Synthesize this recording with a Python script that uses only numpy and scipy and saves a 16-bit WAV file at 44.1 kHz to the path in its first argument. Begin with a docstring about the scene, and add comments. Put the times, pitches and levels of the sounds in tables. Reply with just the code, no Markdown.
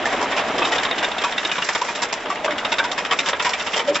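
"""Bottle filling and capping machine

In a factory hall a turning mechanism chatters about fifteen times a second. Each beat is a short
scrape of tiny contacts that excites the modes of the steel frame. Plastic bottles clack against
the guides and now and then boom as hollow resonators. Underneath, drive and conveyors churn,
far bottles clatter, and sliding ones hiss by friction."""
import sys
import numpy as np
from scipy import signal
from scipy.fft import rfft, irfft
from scipy.io import wavfile

SR = 44100
rng = np.random.default_rng(int(sys.argv[2]) if len(sys.argv) > 2 else 0)


def wav_out(sig):
    """Save sig, one row per channel (or a flat mono array), as 16-bit PCM at SR to the path in sys.argv[1]."""
    wavfile.write(sys.argv[1], SR, np.round(np.clip(np.atleast_2d(sig).T, -1, 1) * 32767).astype(np.int16))


N = 176400
BURST = 8192  # samples in one short sound

# Levels are relative: each source adds its own gain.
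# Loudness curves of the steady sources: time_s, level_db
CHURN_LEVEL = [(0.0, -26.5), (0.43, -26.5), (0.53, -25.5), (1.22, -30), (1.54, -35), (1.96, -32.5),
               (2.27, -32), (2.64, -30), (2.86, -31.5), (3.34, -33.5), (3.72, -32.5), (4.0, -33.5)]
FAR_CLATTER_LEVEL = [(0.0, -27), (0.42, -28.5), (0.78, -25.5), (1.34, -29.5), (1.65, -27.5), (2.29, -34.5),
                     (2.72, -34.5), (3.23, -34.5), (3.35, -39), (3.64, -31.5), (3.73, -34), (3.89, -39),
                     (4.0, -31.5)]
HISS_LEVEL = [(0.0, -37), (0.43, -41), (0.73, -32), (0.89, -39), (1.01, -40.5), (1.3, -40), (1.7, -32),
              (1.94, -35), (2.12, -40), (2.24, -45), (2.47, -47), (3.26, -38), (3.4, -38.5), (3.64, -36),
              (3.7, -33.5), (4.0, -44.5)]
# Spectra of the churning and of a contact's three bands: frequency_hz, gain_db
CHURN_SPECTRUM = [(25, -12), (50, -19.5), (85, -8), (120, -17), (160, -10), (200, -4), (275, 0.5),
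                  (330, -4), (490, 3.5), (530, -7.5), (590, 6), (800, 3.5), (1150, -2), (1600, -5),
                  (2500, -8.5), (3700, -13.5), (4300, -18), (8000, -30)]
LOW_SPECTRUM = [(50, -40), (110, -22), (200, -7.5), (280, -1.5), (450, 11), (620, 9.5), (1000, 8.5),
                (1400, -2.5), (2500, -51)]
MID_SPECTRUM = [(600, -37), (1100, 6), (1900, 7.5), (2900, 1.5), (3400, 2), (3950, -1), (4200, -36),
                (7000, -35)]
TREBLE_SPECTRUM = [(2800, -58), (4000, 9.5), (4500, 5.5), (5200, 11.5), (5900, 10), (6600, 3), (7400, 10.5),
                   (8000, -13)]
# Beats of the mechanism: start_s, length_s, level_db, low_db, ring_db, treble_db (last three re level)
BEATS = [(0.053, 0.0034, -24, 6, -32.5, -5.5), (0.123, 0.012, -27.5, 1, -18, -9),
         (0.191, 0.019, -32, 8.5, -10, -18), (0.317, 0.017, -25, -14.5, -29, -17),
         (0.384, 0.013, -26.5, 5.5, -11, -17), (0.579, 0.014, -24.5, 1.5, -9, -8.5),
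         (0.647, 0.0072, -26.5, -9, 2.5, -19), (0.719, 0.02, -24.5, 3.5, -5.5, -11.5),
         (0.78, 0.005, -25, -7, 5, -8), (0.849, 0.0063, -25, -10, 4, -30),
         (0.909, 0.0046, -26.5, -3, 8, -27), (0.979, 0.013, -28, -9, 2.5, -7.5),
         (1.042, 0.008, -28, 4, 6, -5), (1.114, 0.0061, -31.5, 1, 5, -8),
         (1.18, 0.0099, -29, -5, 3.5, -10.5), (1.236, 0.012, -23.5, 1, -6, -7),
         (1.32, 0.0072, -27.5, -7, -2, -11), (1.377, 0.008, -23.5, -26, 2.5, -11.5),
         (1.447, 0.0052, -22.5, -2, 4, -12), (1.513, 0.0063, -21, -5.5, -4.5, -11.5),
         (1.58, 0.0064, -20.5, -20, -14, -16.5), (1.687, 0.0044, -19.5, -2, -7, -8),
         (1.748, 0.0082, -20, 0, -10, -9), (1.813, 0.0062, -23, -6, -14, -9.5),
         (1.88, 0.021, -29.5, -13, -24, -22), (1.949, 0.011, -30, -13, 0, -3.5),
         (2.018, 0.02, -23.5, -18, -11, -4), (2.444, 0.0068, -24, 9.5, -17, -8.5),
         (2.505, 0.02, -28, -5, -9, -14), (2.579, 0.01, -26, -11, -2, -11.5),
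         (2.647, 0.0105, -22, -2.5, -2, -15), (2.717, 0.014, -20.5, -6, 0, -10.5),
         (2.782, 0.012, -20, -17, -0.5, -12), (2.839, 0.014, -25, -20, -10, -9.5),
         (2.913, 0.0068, -27.5, 1, 1, -1), (2.976, 0.015, -25, 0, -8, -8),
         (3.048, 0.0033, -21, 0.5, -21, -13), (3.109, 0.0079, -19, -1, -14, -13),
         (3.187, 0.0068, -21, -9, 1.5, -4.5), (3.258, 0.04, -25.5, -2.5, -6.5, -8),
         (3.329, 0.0058, -22, 3.5, -9, -32), (3.395, 0.011, -22, -17, -6.5, -16),
         (3.445, 0.027, -24, -10.5, -11, -6.5), (3.532, 0.0087, -22.5, -6, -3.5, -10),
         (3.595, 0.018, -28.5, -6, -3.5, -9), (3.664, 0.015, -25.5, -20, -8.5, -12),
         (3.731, 0.015, -23, -3, -10, -12), (3.791, 0.012, -24, 5, -13.5, -11.5),
         (3.873, 0.022, -28.5, -2, -18, -8.5), (3.943, 0.022, -32, -36, 3, -0.5)]
# Bottles striking the guides: start_s, length_s, level_db, low_db, treble_db (last two re level)
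CLACKS = [(0.132,0.0094,-27,16.5,-21), (0.213,0.0037,-23.5,8,-6), (0.224,0.011,-26,13.5,-6.5),
          (0.363,0.024,-22,-1,-10), (0.388,0.011,-22,5.5,-10.5), (.618,0.012,-18,6.5,-22),
          (0.651,0.0066,-22.5,7,-7.5), (0.753,0.011,-19,5.5,-10), (0.83,0.0048,-21,-6.5,-5),
          (1.026,0.0079,-20,4,-11.5), (1.214,.005,-21.5,1.5,-11), (1.43,0.0048,-24.5,-17,-13),
          (1.492,0.0057,-22.5,2,-18.5), (1.553,0.0064,-23.5,-13,-23), (1.619,0.0069,-19.5,-21,-14),
          (2.125,0.0017,-15.5,-23,-2.5), (2.255,0.0045,-24,11,-20), (2.299,0.016,-27.5,8,-8.5),
          (2.477,0.0068,-29,12.5,-20), (2.791,0.0073,-25,3,-19), (3.12,0.014,-19,4.5,-10.5),
          (3.285,0.0025,-16,-10,-3.5), (3.421,0.0047,-26.5,1,1.5), (3.491,0.0053,-20.5,0,-3.5),
          (3.761,0.022,-21,2,-5), (3.953,0.0045,-16,-13,-7)]
# Modes of the frame and of the steel ring: pitch_hz, level_db, t60_s
FRAME_MODES = [(642, -6, 0.1), (972.5, 5, 0.068), (1317, 5, 0.095), (2002, -3, 0.064), (2780, -6.5, 0.04),
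               (3020, -3, 0.023)]
RING_MODES = [(2733, -10, 0.06), (2890, -10.5, .022), (3516, -7, 0.027), (3670, -1.5, 0.042)]
# Hollow resonances of bumped bottles: start_s, pitch_hz, level_db, rise_s, t60_s
BOOMS = [(.056,1774,-13,0.0016,0.034), (.128,754,-21,.008,.12), (.226,615,-28,.008,.12),
         (.228,1110,-23,.005,.07), (.358,488,-35,.014,.14), (.392,1150,-21.5,.005,0.061),
         (0.585,341,-23,0.0093,0.16), (0.618,1180,-17.5,.003,.064), (.62,683,-26,0.0037,0.099),
         (.767,1647,-25,0.015,.084), (1.027,1600,-20.5,0.0039,0.062), (1.237,1130,-16,0.0049,.07),
         (1.24,957,-20.5,0.0099,0.15), (1.621,2840,-17,0.0026,0.042), (2.301,1150,-17.5,0.0025,.09),
         (2.312,697,-27,0.0064,0.12), (2.426,631,-20,0.016,0.19), (2.479,1180,-12.5,0.0019,0.031),
         (2.479,1580,-20,0.0043,.072), (2.481,601,-20.5,0.0087,0.21), (2.515,292,-24,0.02,0.071),
         (2.796,1568,-10.5,0.0062,0.058), (3.111,1136,-14,0.0089,0.053), (3.866,571,-14.5,.023,0.21),
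         (3.89,299,-23,.014,.16), (3.895,410,-25,.014,0.11)]
# Stereo width: frequency_hz, side_gain_db
WIDTH = [(60, -26), (150, -30), (300, -25), (600, -18), (1000, -14.5), (1600, -9.5), (2800, -11.5),
         (4000, -9), (5000, -5), (7400, -3)]
# Stereo balance: frequency_hz, left_minus_right_db
LEAN = [(1400, 0), (2800, -.9), (5500, -1.5), (8000, -3)]

ATTACK_S, RELEASE_S, TAIL_DB, TAIL_S = 0.002, 0.005, -9, 0.018  # envelope of a blow
REBOUND_WAIT_S, REBOUND_DECAY_S, REBOUND_DB = 0.0056, 0.0056, -2.5
BEAT_DB, CLACK_DB = 0.5, -3
LOW_DB, MID_DB, TREBLE_DB = -7, -0.5, 0.5


def from_db(db):
    """Amplitude grows tenfold with every 20 decibels."""
    return 10 ** (np.asarray(db) / 20)


def unit_rms(x):
    """Division by the rms gives a signal unit power."""
    return x / np.sqrt(np.mean(x ** 2) + 1e-20)


def over_time(points):
    """Linear interpolation gives a curve's value at every sample."""
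    return np.interp(np.arange(N) / SR, *np.transpose(points))


def per_bin(points, size):
    """Interpolation in log frequency gives a spectrum's value at every bin."""
    hz, value = np.transpose(points)
    return np.interp(np.log(np.fft.rfftfreq(size, 1 / SR) + 1), np.log(hz), value)


def body(spectrum, size=2048):
    """A minimum-phase response, here of unit energy, follows from its magnitude spectrum."""
    cepstrum = irfft(np.log(from_db(per_bin(spectrum, size))))
    cepstrum[1:size // 2] *= 2
    cepstrum[size // 2 + 1:] = 0
    response = irfft(np.exp(rfft(cepstrum)))
    return response / np.linalg.norm(response)


def through(x, response):
    """A linear system convolves its input with its impulse response."""
    return signal.fftconvolve(x, np.atleast_2d(response), axes=-1)[:, :x.shape[-1]]


def lowpass(x, cutoff_hz):
    """A second-order filter falls 12 dB an octave above its cutoff."""
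    return signal.sosfilt(signal.butter(2, cutoff_hz, fs=SR, output="sos"), x)


def cut_bass(x, cutoff_hz=122):
    """Parts much smaller than a wavelength radiate poorly."""
    return signal.sosfilt(signal.butter(2, cutoff_hz, "high", fs=SR, output="sos"), x)


def mode(hz, t60):
    """A damped mode rings as an exponentially decaying sine, here of unit energy."""
    t = np.arange(BURST) / SR
    response = np.sin(2 * np.pi * hz * t) * from_db(-60 * t / t60)
    return response / np.linalg.norm(response)


def contacts(per_s, spread_db, size=N):
    """Independent tiny impacts form shot noise: a centre row and a side row, at unit rms."""
    shape = (2, size)
    strength = from_db(spread_db * np.minimum(rng.exponential(1, shape), 3))
    polarity = rng.choice([-1, 1], shape)
    return unit_rms(strength * polarity * (rng.random(shape) < per_s / SR))


def add(track, start_s, sound):
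    """Sounds combine by superposition, each from its own start."""
    i = max(int(start_s * SR), 0)
    track[:, i:i + sound.shape[-1]] += sound[:, :max(N - i, 0)]


def churn(knocks_per_s=110, mode_count=24, t60_cycles=28):
    """Dense impacts of drive and conveyors merge into dull noise; jostling bottles ring hollowly."""
    grains = contacts(per_s=3000, spread_db=0)
    drive = through(grains, body(CHURN_SPECTRUM, size=8192))
    knocks = np.zeros((2, N))
    for hz in np.geomspace(253.5, 1340, mode_count):
        impacts = contacts(knocks_per_s / mode_count, spread_db=0.9)
        knocks += np.sqrt(hz) * through(impacts, mode(hz, t60_cycles / hz))
    jostling = from_db(-5) * cut_bass(unit_rms(knocks))
    return from_db(over_time(CHURN_LEVEL) + 0.5) * (drive + jostling)


def far_clatter():
    """Collisions of far bottles add up to a fine, gritty shot noise."""
    grains = contacts(per_s=1200, spread_db=1.5)
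    return from_db(over_time(FAR_CLATTER_LEVEL) - 3.5) * through(grains, body(MID_SPECTRUM))


def sliding_hiss(flutter_db=4):
    """Sliding friction of bottles makes treble noise of uneven strength."""
    flutter = unit_rms(lowpass(rng.standard_normal(N), cutoff_hz=25))
    friction = through(rng.standard_normal((2, N)), body(TREBLE_SPECTRUM))
    return from_db(over_time(HISS_LEVEL) - 5.5 + flutter_db * flutter) * friction


def ticks(per_s=22, length_s=0.0063, level_db=-35.5, low_db=-2.5, treble_db=-16.5, slots=400):
    """Loose small parts tick as a random process, listed here as faint blows."""
    draws = rng.random((slots, 2))
    scatter_db = 2 * rng.standard_normal(slots)
    return [(when * N / SR, length_s, level_db - drop_db, low_db, 0, treble_db)
            for (when, chance), drop_db in zip(draws, scatter_db) if chance < per_s * N / SR / slots]


def scrape(length_s, rebounds=2, cluster_db=0.5):
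    """A blow is a burst of clustered contacts; its inelastic rebounds grow weaker in turn."""
    t = np.arange(BURST) / SR
    after = np.maximum(t - length_s, 0)
    decay = np.maximum(np.exp(-after / RELEASE_S), from_db(TAIL_DB) * np.exp(-after / TAIL_S))
    envelope = np.minimum(t / ATTACK_S, 1) * decay
    waits_s = REBOUND_WAIT_S * (0.5 + rng.random(rebounds))
    for k, touch_s in enumerate(length_s + np.cumsum(waits_s), 1):
        rebound = from_db(k * REBOUND_DB) * (t > touch_s) * np.exp(-abs(t - touch_s) / REBOUND_DECAY_S)
        envelope = np.maximum(envelope, rebound)
    clusters = unit_rms(lowpass(rng.standard_normal(BURST), cutoff_hz=130))
    burst = contacts(per_s=3500, spread_db=2, size=BURST) * envelope * from_db(cluster_db * clusters)
    return burst * np.linalg.norm(envelope) / (np.linalg.norm(burst, axis=1, keepdims=True) + 1e-9)


def frame(gain_db=-18, spread_db=4, pitch_spread=0.06):
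    """The frame's modal response varies in pitch and strength with the point struck."""
    draws = rng.standard_normal((len(FRAME_MODES), 2))
    return sum(from_db(db + gain_db + spread_db * strength) * mode(hz * (1 + pitch_spread * shift), t60)
               for (hz, db, t60), (strength, shift) in zip(FRAME_MODES, draws))


def small_parts(count=4, low_hz=893, high_hz=3205, t60_s=0.041):
    """Small parts caught by a blow vibrate at their own natural frequencies."""
    pitches = low_hz * (high_hz / low_hz) ** rng.random(count)
    return from_db(-10) * sum(mode(hz, t60_s) for hz in pitches)


def steel_ring(gain_db=-1.5, spread_hz=45):
    """The ring's inharmonic modes chink, a little differently at each touch."""
    return sum(from_db(db + gain_db) * mode(hz + spread_hz * rng.standard_normal(), t60)
               for hz, db, t60 in RING_MODES)


def rattle(touches=3):
    """Impact excitation: beats, clacks and ticks drive frame and parts; beats also touch the ring."""
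    low, mid, treble, ringing = np.zeros((4, 2, N))
    blows = [(start_s, length_s, db + BEAT_DB, low_db, from_db(ring_db), treble_db)
             for start_s, length_s, db, low_db, ring_db, treble_db in BEATS]
    blows += [(start_s, length_s, db + CLACK_DB, low_db, 0, treble_db)
              for start_s, length_s, db, low_db, treble_db in CLACKS]
    for start_s, length_s, db, low_db, ring_gain, treble_db in blows + ticks():
        burst = from_db(db) * scrape(length_s)
        add(low, start_s, burst * from_db(low_db + LOW_DB))
        add(mid, start_s, burst * from_db(MID_DB))
        add(treble, start_s, burst * from_db(treble_db + TREBLE_DB))
        add(ringing, start_s, through(burst, frame() + small_parts()))
        touch_gain = ring_gain * np.linalg.norm(burst[0]) / np.sqrt(touches)
        for lag_s in ATTACK_S + length_s * (np.arange(touches) + rng.random(touches) / 2) / touches:
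            add(ringing[:1], start_s + lag_s, touch_gain * steel_ring()[None])
    return (through(low, body(LOW_SPECTRUM)) + through(mid, body(MID_SPECTRUM))
            + through(treble, body(TREBLE_SPECTRUM)) + ringing)


def bottle_booms(glide_per_s=0.26, scuff_gain=0.4):
    """A bump excites one hollow resonance, which swells, rises slightly in pitch and decays."""
    track = np.zeros((2, N))
    t = np.arange(BURST) / SR
    for start_s, hz, db, rise_s, t60 in BOOMS:
        envelope = np.minimum(t / rise_s, 1) ** 2 * from_db(-60 * np.maximum(t - rise_s, 0) / t60)
        cavity = mode(hz, t60=0.018)
        noise = rng.standard_normal((1, BURST))
        scuff = unit_rms(through(through(noise, cavity), cavity))  # makes the tone waver
        cycles = hz * t * (1 + glide_per_s * t / 2)
        tone = np.sin(2 * np.pi * (cycles + rng.random()))
        add(track[:1], start_s, from_db(db) * envelope * (tone + scuff_gain * scuff))  # centre only
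    return track


def hall(x, t60_s=0.21, build_s=0.0052, gain_db=-10):
    """Diffuse reflections form a dull reverberant tail that decays exponentially."""
    t = np.arange(SR) / SR
    tail = rng.standard_normal((2, SR)) * from_db(-60 * t / t60_s) * np.minimum(t / build_s, 1)
    tail /= np.linalg.norm(tail, axis=1, keepdims=True)
    return from_db(gain_db) * through(x, lowpass(tail, cutoff_hz=3100))


def scene():
    """Sum and difference give stereo: narrow in the bass, wide and slightly right in the treble."""
    near = cut_bass(rattle() + bottle_booms())
    centre, side = rfft(near + hall(near) + churn() + far_clatter() + sliding_hiss())
    side = side * from_db(per_bin(WIDTH, N))
    lean = from_db(per_bin(LEAN, N) / 2)
    return irfft(np.array([(centre + side) * lean, (centre - side) / lean]), N)


def record(dry, saturation=0.93, cutoff_hz=7750):
    """Soft saturation rounds the hardest peaks; a steep low-pass filter removes the top."""
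    rounded = saturation * np.tanh(dry / saturation)
    return signal.sosfilt(signal.ellip(12, 0.2, 70, cutoff_hz, fs=SR, output="sos"), rounded)


dry = scene()
out = record(dry)
wav_out(out)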